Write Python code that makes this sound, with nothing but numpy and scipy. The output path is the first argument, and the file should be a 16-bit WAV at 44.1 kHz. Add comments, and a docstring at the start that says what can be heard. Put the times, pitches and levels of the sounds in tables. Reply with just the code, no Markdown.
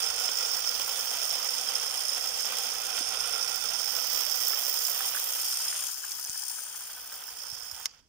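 """A plastic rattle and a ringing, pulsing hiss, to the right: a battery hand spreader carried over a lawn.
Fertiliser granules pass an agitator in the hopper and drop on a fast disc, which rings and flings them
off in a spray that pulses once a turn. The spreader swings to just in front of the microphone and back,
the flow thins, and the trigger snaps shut. Underneath: patter on the lawn, garden air, footfalls."""
import sys
import numpy as np
from scipy import signal
from scipy.fft import rfft, irfft
from scipy.io import wavfile

SR = 44100
rng = np.random.default_rng(int(sys.argv[2]) if len(sys.argv) > 2 else 0)


def transcribe(signal):
    """Save signal, clipped to [-1, 1], as a 16-bit WAV file at the path in sys.argv[1]."""
    frames = np.atleast_2d(signal).T
    limited = np.clip(frames, -1, 1)
    pcm = np.round(limited * 32767).astype(np.int16)
    wavfile.write(sys.argv[1], SR, pcm)


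N = 356328
TIME_S = np.arange(N) / SR

# Levels are relative; side is left minus right.
# Modes: f/Hz, width/Hz, level/dB, side/dB
WALL_MODES = [(236, 101, -12, -3.5), (303, 62, -15, 3), (485.7, 96, -0.5, 1), (606, 210, -3, 0),
              (765, 208, 0.5, -1), (1070, 230, -3, -3.5), (1320, 330, -1, -4), (1953, 255, -4, -9),
              (2554, 810, -3.5, -1.5), (3175, 465, 4, -1), (3406, 710, -4, -21), (2820, 8500, -9.5, -11.5)]
MOUTH_MODES = [(472, 94, -2, 2), (774, 98, 0.5, 5), (1220, 130, -5, 26), (1393, 200, 3.5, -24),
               (2540, 510, -1, -1), (3500, 210, 0, -26)]   # air in the hopper's mouth
AGITATOR_MODES = [(940, 277, 2.5, -8.5), (1275, 200, 1, -12), (1520, 280, 4.5, -1.5), (1750, 250, -2.5, -7)]
DISC_MODES = [(4780, 510, -7.5, 4), (5196, 200, -2, -1.5), (5405, 270, -2, -1), (5660, 1200, -6, 1.5)]
PING_MODES = [(5278, 183, 0, -2)]   # the disc's main ring
SPRAY_MODES = [(6210, 75, 5.5, -1), (6570, 1170, -2.5, 3.5), (7234, 150, 3.5, 1.5), (8550, 720, -11, -9),
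               (8766, 270, 4, 2), (9070, 1300, -2.5, -2), (9800, 750, -1.5, 0.5), (10100, 3100, -10.5, 23),
               (8000, 13500, -13, 1.5)]
VANE_MODES = [(12180, 840, -8, 3), (12940, 760, -2, 0), (14200, 420, -3.5, 0), (14400, 700, -2, -3),
              (15270, 390, 5, 2), (12550, 5900, -12.5, 1)]
LAWN_MODES = [(1030, 1250, -6.5, 17), (2450, 1700, -4.5, 6), (4790, 480, 5.5, -7), (5720, 450, 0, -5),
              (6530, 1000, -0.5, 0)]
CONTACT_MODES = [(5530, 1600, -18.0, 3.8)]
CASING_MODES = [(1310, 1550, -2, -2)]
STRAY_MODES = [(6400, 3200, 0, 0)]
LATCH_MODES = [(970, 1600, -15, 2), (2120, 370, -9, -7), (3180, 2000, -12, -2.5), (5470, 860, 7, 0),
               (6740, 1000, 0, 4), (10800, 5900, -12.5, -1)]
# Disc speed: t/s, rate/(turns/s)
DISC_SPEED = [(0, 49.5), (1.4, 66), (2.0, 63), (3.3, 58.7), (4.0, 67), (5.6, 62.6), (6.1, 68), (7.2, 61)]
# Granule flow and disc ring: t/s, level/dB
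FLOW_LEVEL = [(0.1, -39.5), (0.48, -41), (2.25, -43), (2.47, -41), (2.75, -41), (3.6, -42), (4.3, -42.5),
              (5.0, -43), (5.7, -44), (5.87, -46.5), (5.95, -51.5), (6.55, -51), (6.75, -52), (7.74, -54),
              (7.8, -52.5)]
RING_LEVEL = [(0.1, -33.5), (0.78, -34.5), (0.93, -37), (1.19, -35), (2.31, -36.5), (4.52, -33),
              (5.27, -39), (5.5, -34.5), (5.75, -39), (6.04, -46), (6.4, -41.5), (6.77, -51), (7.33, -48.5),
              (7.5, -42), (7.8, -50)]
# Swing of hopper and disc: t/s, side/dB
HOPPER_SWING = [(0, -3), (3.3, -2.5), (3.85, -9), (4.4, -8), (5.0, -4.5), (5.6, -0.5), (6.5, 2.5),
                (7.5, -1)]
DISC_SWING = [(0.1, -12), (2.89, -13), (3.83, -19.5), (5.61, -5.0), (5.89, 2.5), (6.56, 4), (7.5, -12),
              (7.8, -11.5)]
# End facing the microphone: t/s, tilt (about 1 = open mouth, -1 = disc underneath)
SPREADER_TILT = [(0, 0.68), (1.9, -0.08), (2.6, 0.29), (3.2, 0.9), (3.55, 0.87), (4.0, 0.3), (4.9, -0.28),
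                 (5.88, -1.08), (6.65, -1.17), (7.0, -0.16)]
# Spray treble: t/s, level/dB, side/dB, top shelf/dB
VANE_TREBLE = [(0.1, -48, -9, 11), (0.9, -41.5, -11, 4.5), (2.35, -41, -8, -8), (2.8, -39.5, -13, 1),
               (3.05, -44, -25, -6), (3.7, -43, -19, 4), (3.95, -35, -15, -2), (4.7, -31.5, -13, -8),
               (5.5, -32.5, -10, -17), (5.9, -41, 0, -2), (6.5, -44.5, 4, 4), (7.1, -47, 1.5, 1),
               (7.7, -49.5, -9, 3)]
# Arm and body reflections: delay/ms, gain, slide/(ms per dB of spray swing)
BODY_ECHOES = [(2.6, 0.27, 0.55), (5.5, 0.16, 0.08)]
# Treble dip per channel: t/s, f/Hz, depth (0-1)
LEFT_DIP = [(2.7, 10850, 0.5), (2.95, 9000, 0.4), (3.65, 8900, 0.4), (3.85, 11100, 0.3), (4.5, 11000, 0.23)]
RIGHT_DIP = [(3.65, 14500, 0), (3.8, 13000, 0.5), (3.95, 10600, 0.5), (4.3, 9470, 0.07), (4.8, 9300, 0.3),
             (5.25, 6900, 0.6), (5.7, 6740, 0.9), (6.0, 5130, 0)]
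# Garden air spectrum: f/Hz, level/dB
AIR_SPECTRUM = [(20, -11), (50, 6), (72, -0.5), (100, 0.5), (140, -6.5), (300, -9), (1000, -30),
                (3000, -39), (8000, -27), (16000, -39)]
# Single impacts: t/s, peak level/dB
DISC_HITS = [(0.279, -19.5), (0.3865, -19), (0.4478, -23), (1.3045, -20.5), (1.685, -21.5), (1.856, -32),
             (2.091, -21.5), (2.4652, -23), (3.202, -21), (3.3335, -34), (3.4283, -21.5), (3.4765, -21),
             (3.875, -22), (4.322, -22), (4.4695, -19), (4.8482, -22), (7.7119, -29.5)]
WALL_HITS = [(0.288, -22), (0.642, -27), (0.796, -21.5), (2.466, -28), (2.977, -27), (3.242, -29)]
AGITATOR_HITS = [(4.529, -27), (5.002, -27), (5.1443, -28), (5.1667, -26.5), (5.7237, -27), (6.0372, -35.5),
                 (6.3527, -39), (7.223, -38)]
STRAY_HITS = [(4.8742, -17), (5.3257, -18), (6.1185, -15.5), (6.2497, -18.5), (6.2725, -26), (6.2968, -15)]
TRIGGER_HITS = [(7.8568, -20), (7.8585, -20), (7.8632, -28)]
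# Footfalls and hand bumps: t/s, peak level/dB, low f/Hz, high f/Hz
BUMPS = [(3.008, -39, 230, 377), (6.296, -45, 15, 180), (7.526, -49.5, 71, 140), (7.725, -52, 55, 96)]

SPRAY_SWING_SHARE = 0.65   # the wide spray swings less than the disc
SHUT_S = 7.845


def from_db(db):
    """Decibels to gain."""
    return 10 ** (np.asarray(db) / 20)


def unit_rms(x):
    """Scale to rms 1."""
    return x / np.sqrt(np.mean(x ** 2) + 1e-20)


def curves(rows):
    """Table columns at every sample."""
    times_s, *columns = np.transpose(rows)
    return [np.interp(TIME_S, times_s, column) for column in columns]


def drift(per_s):
    """Smooth random curve, rms 1."""
    knots = rng.standard_normal(N // 10)
    return unit_rms(np.interp(TIME_S * per_s, np.arange(len(knots)), knots))


def pan(side_db):
    """Constant-power left and right gains."""
    gains = from_db(np.array([[.5], [-.5]]) * side_db)
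    return gains / np.sqrt(np.mean(gains ** 2, axis=0))


def shelf(x, hz, kind, gain_db):
    """Raise or lower one end of the spectrum."""
    end = signal.sosfiltfilt(signal.butter(2, hz, kind, fs=SR, output="sos"), x)
    return x + (from_db(gain_db) - 1) * end


def resonate(x, hz, width_hz):
    """One resonance applied twice, peak gain 1."""
    r = np.exp(-np.pi * width_hz / SR)
    g = (1 - r * r) / 2
    section = [g, 0, -g, 1, -(1 + r * r) * np.cos(2 * np.pi * hz / SR), r * r]
    return signal.sosfilt([section, section], x + 1e-18)


def strike(at, sizes, modes, coherence, lag_samples=0, length=N, wander_db=0):
    """Impacts excite each mode at random strength, partly alike in both channels; the left lags."""
    out = 0
    left_at = np.clip(at + lag_samples, 0, length - 1)
    draws = rng.standard_normal((len(at), len(modes), 3)).T
    for k, (hz, width_hz, level_db, side_db) in enumerate(modes):
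        # each mode swells and fades as the spreader sways
        sway = from_db([wander_db * drift(2.46)[at] for _ in range(2)]) if wander_db else 1
        strength = np.sqrt(coherence) * draws[0, k] + np.sqrt(1 - coherence) * draws[1:, k]
        clicks = np.zeros((2, length))
        clicks[0, left_at], clicks[1, at] = sway * sizes * strength
        out = out + from_db(level_db) * pan(side_db) * resonate(clicks, hz, width_hz)
    return out


def granules(modes, force_db, side_db, per_s, spread_db, coherence, wander_db=0):
    """Random stream of uneven impacts on one body; rms 1 before panning."""
    at = np.flatnonzero(rng.random(N) < per_s / SR)
    sizes = from_db(spread_db * np.minimum(rng.exponential(1, N)[at], 3.5) + force_db[at])
    lag_samples = np.round(-6 * np.tanh(side_db[at] / 3)).astype(int)
    return unit_rms(strike(at, sizes, modes, coherence, lag_samples, wander_db=wander_db)) * pan(side_db)


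def blows(hits, modes, gain_db, contact_s, side_db, contacts):
    """Each blow is a quick cluster of contacts on one body."""
    out, span = np.zeros((2, N)), SR // 20
    for start_s, peak_db in hits:
        at = np.minimum(rng.random(contacts) * contact_s * SR, span - 1).astype(int)
        blow = strike(at, 1, modes, coherence=0.48, length=span) * pan(side_db)
        blow *= from_db(peak_db + gain_db) / np.abs(blow).max()
        start = int(start_s * SR)
        out[:, start:start + span] += blow[:, :N - start]
    return out


def lumps_db(per_s, decay_s, size):
    """Random lumps in a stream: instant rise, exponential decay."""
    kicks = (rng.random(N) < per_s / SR) * rng.uniform(0.25, 1, N)
    surge = signal.lfilter([1], [1, -np.exp(-1 / (decay_s * SR))], kicks + 1e-18)
    return 20 * np.log10(1 + size * surge)


def facing():
    """How far the microphone looks into the mouth, and up at the disc; each about 0-1."""
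    tilt, = curves(SPREADER_TILT)
    return np.maximum(tilt, 0), np.maximum(-tilt, 0)


def rotation(turns_per_shove=5):
    """The disc throws most at one point of its turn and drives an agitator that shoves unevenly."""
    turns = np.cumsum(curves(DISC_SPEED)[0] + .5 * drift(8)) / SR
    angle = 2 * np.pi * turns
    throw_db = 4 * (0.74 * np.sin(angle) + .5 * np.sin(2 * angle))   # steep rise, slower fall
    index, turns_since = np.divmod(turns + .7 * drift(12), turns_per_shove)
    strength = 1 + .25 * rng.uniform(-1, 1, N // 100)
    return throw_db, strength[index.astype(int)] * np.exp(-1.6 * turns_since)


def hopper_rattle(throw_db, feed_db, shove):
    """Granules on wall and agitator: hollow with the mouth's ring from above, thin from below."""
    flow_db, = curves(FLOW_LEVEL)
    side_db, = curves(HOPPER_SWING)
    above, under = facing()
    force_db = 0.11 * throw_db + .5 * feed_db + 0.95 * drift(14)
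    shove_db = (10 + 3.5 * under) * shove
    wall = granules(WALL_MODES, force_db, side_db, per_s=4000, spread_db=3, coherence=0.48)
    wall = from_db(-3 * above) * shelf(wall, 1020, "low", -6.5 * under)
    mouth = granules(MOUTH_MODES, force_db, side_db, per_s=2600, spread_db=3.5, coherence=0.94)
    mouth *= from_db(-13 + 10 * (above - under))
    agitator = granules(AGITATOR_MODES, shove_db, side_db, per_s=2500, spread_db=2.5, coherence=0.67)
    agitator_gain = from_db(-10.5 - 0.82 * (flow_db - flow_db.mean()))   # stands out as the flow thins
    rattle = wall + mouth + agitator_gain * agitator
    return from_db(flow_db + 2.5) * rattle / np.sqrt(1 + agitator_gain ** 2)


def disc_ring(throw_db, feed_db):
    """Spurts of fine granules keep the disc ringing; heavy ones ping its main mode."""
    side_db = curves(DISC_SWING)[0] + 0.6
    _, under = facing()
    force_db = 0.7 * throw_db + 0.69 * feed_db + lumps_db(per_s=180, decay_s=0.0046, size=.5)
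    fine = granules(DISC_MODES, force_db, side_db, per_s=9000, spread_db=0.3, coherence=0.1)
    pings = granules(PING_MODES, 0.7 * throw_db, side_db, per_s=170, spread_db=-2.5, coherence=0.68)
    ring = from_db(-1.6) * fine + from_db(-7.5 - 1.5 * under) * pings
    return from_db(curves(RING_LEVEL)[0] + 3) * ring


def spray(throw_db, feed_db):
    """Granules tick off the vanes, loudest from underneath; their treble beams more narrowly."""
    above, under = facing()
    treble_db, treble_side_db, top_db = curves(VANE_TREBLE)
    rim_shade_db = -6 * above   # the rim hides the spray from the left channel
    side_db = SPRAY_SWING_SHARE * curves(DISC_SWING)[0] + rim_shade_db + 4
    force_db = 0.92 * throw_db + feed_db + 0.38 * drift(110)
    ticks = granules(SPRAY_MODES, force_db, side_db, per_s=9000, spread_db=3,
                     coherence=0.36, wander_db=1.5)
    treble = granules(VANE_MODES, force_db + 0.9 * drift(200), treble_side_db, per_s=9000, spread_db=4,
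                      coherence=0.2, wander_db=1.5)
    ticks_db = curves(FLOW_LEVEL)[0] + 6.5 * under - above + 5
    return from_db(ticks_db) * ticks + from_db(treble_db + 0.5) * shelf(treble, 15200, "high", top_db)


def spreader():
    """One lumpy feed drives hopper, disc and spray; the spray dies first when the gate shuts."""
    throw_db, shove = rotation()
    feed_db = 0.53 * drift(70) + 1.6 * shove + lumps_db(per_s=300, decay_s=0.0021, size=.9)
    running = gate()
    body = hopper_rattle(throw_db, feed_db, shove) + disc_ring(throw_db, feed_db)
    return running * body + running ** 1.9 * spray(throw_db, feed_db)


def body_reflections(x):
    """Arm and body comb each channel; the comb slides with swing and sway."""
    swing_db = SPRAY_SWING_SHARE * curves(DISC_SWING)[0] + drift(3)
    out = x.copy()
    for delay_ms, gain, slide_ms_per_db in BODY_ECHOES:
        for channel, sign in enumerate((1, -1)):
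            delay_s = (delay_ms * (1 + .1 * sign) + slide_ms_per_db * sign * swing_db) / 1000
            out[channel] += gain * np.interp(TIME_S - delay_s, TIME_S, x[channel])
    return out


def treble_shadow(x, block=256):
    """A dip glides through each channel's treble as the spreader comes round."""
    out = x.copy()
    for channel, rows in enumerate((LEFT_DIP, RIGHT_DIP)):
        hz, depth = curves(rows)
        band, state = np.zeros(N), np.zeros(2)
        for i in range(0, N, block):
            b, a = signal.iirpeak(hz[i], Q=6, fs=SR)
            band[i:i + block], state = signal.lfilter(b, a, x[channel, i:i + block], zi=state)
        out[channel] -= depth * band
    return out


def lawn_patter(flight_s=0.07, fade_db_per_s=130):
    """Thrown granules land on the lawn until just after the gate shuts."""
    landing = granules(LAWN_MODES, force_db=3.1 * drift(90), side_db=np.full(N, -2.5),
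                       per_s=2500, spread_db=4, coherence=0.12)
    return from_db(-53.5 - fade_db_per_s * np.maximum(TIME_S - SHUT_S - flight_s, 0)) * landing


def garden_air():
    """Distant hush; breeze swells the low end, and the raised spreader shelters the microphone."""
    hz, level_db = np.transpose(AIR_SPECTRUM)
    bins_hz = np.arange(N // 2 + 1) * SR / N
    colour = from_db(np.interp(np.log(bins_hz + 1), np.log(hz), level_db))
    white = rng.standard_normal(N) + 0.6 * rng.standard_normal((2, N))
    air = from_db(-68) * unit_rms(irfft(rfft(white) * colour, N))
    breeze_db = -2 + 5.5 * curves(SPREADER_TILT)[0] + 1.8 * drift(19)
    return shelf(air, 180, "low", breeze_db)


def disc_clumps():
    """Clumps hit the disc: hard contact plus main ring."""
    modes = PING_MODES + CONTACT_MODES
    return blows(DISC_HITS, modes, gain_db=5, contact_s=0.0023, side_db=-14.5, contacts=14)


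def wall_clacks():
    """Clumps clack against the hopper wall."""
    return blows(WALL_HITS, WALL_MODES, gain_db=3.5, contact_s=0.004, side_db=-3.5, contacts=10)


def thuds():
    """Footfalls and hand bumps: one push each into a low band."""
    out = np.zeros(N)
    for start_s, peak_db, low_hz, high_hz in BUMPS:
        band = signal.butter(2, [low_hz, high_hz], "band", fs=SR, output="sos")
        bump = signal.sosfilt(band, signal.unit_impulse(SR // 5))
        bump *= from_db(peak_db) / np.abs(bump).max()
        start = int(start_s * SR)
        out[start:start + len(bump)] += bump[:N - start]
    return out * pan(-12)


def agitator_knocks():
    """The agitator's hardest knocks; the plastic casing answers broadly."""
    modes = AGITATOR_MODES[1:] + CASING_MODES
    return blows(AGITATOR_HITS, modes, gain_db=3.5, contact_s=0.006, side_db=-7, contacts=12)


def stray_granules():
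    """Strays strike right by the microphone."""
    return blows(STRAY_HITS, STRAY_MODES, gain_db=3.5, contact_s=0.0004, side_db=-19, contacts=6)


def gate(close_s=0.027, trickle_s=0.15, run_out_s=0.04, fade_db_per_s=39):
    """Flow gain on trigger release: drops at once, trickles, runs out."""
    since_s = np.maximum(TIME_S - SHUT_S, 0)
    drop_db = 10 * np.minimum(since_s / close_s, 1)
    run_out_db = 10 * np.clip((since_s - trickle_s) / run_out_s, 0, 1)
    return from_db(-drop_db - fade_db_per_s * since_s - run_out_db)


def trigger_snap():
    """The trigger snaps shut and bounces."""
    return blows(TRIGGER_HITS, LATCH_MODES, gain_db=6.5, contact_s=0.00064, side_db=-5, contacts=10)


def scene():
    """Spreader and its impacts, reflected and shadowed; strays, lawn, walker and air direct."""
    impacts = disc_clumps() + wall_clacks() + agitator_knocks()
    strays = stray_granules()
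    machine = impacts + trigger_snap() + spreader()
    return treble_shadow(body_reflections(machine)) + strays + lawn_patter() + thuds() + garden_air()


def record(dry):
    """Steep low-pass."""
    cutoff_hz = 15750
    return signal.sosfilt(signal.ellip(12, .1, 85, cutoff_hz, fs=SR, output="sos"), dry)


dry = scene()
out = record(dry)
transcribe(out)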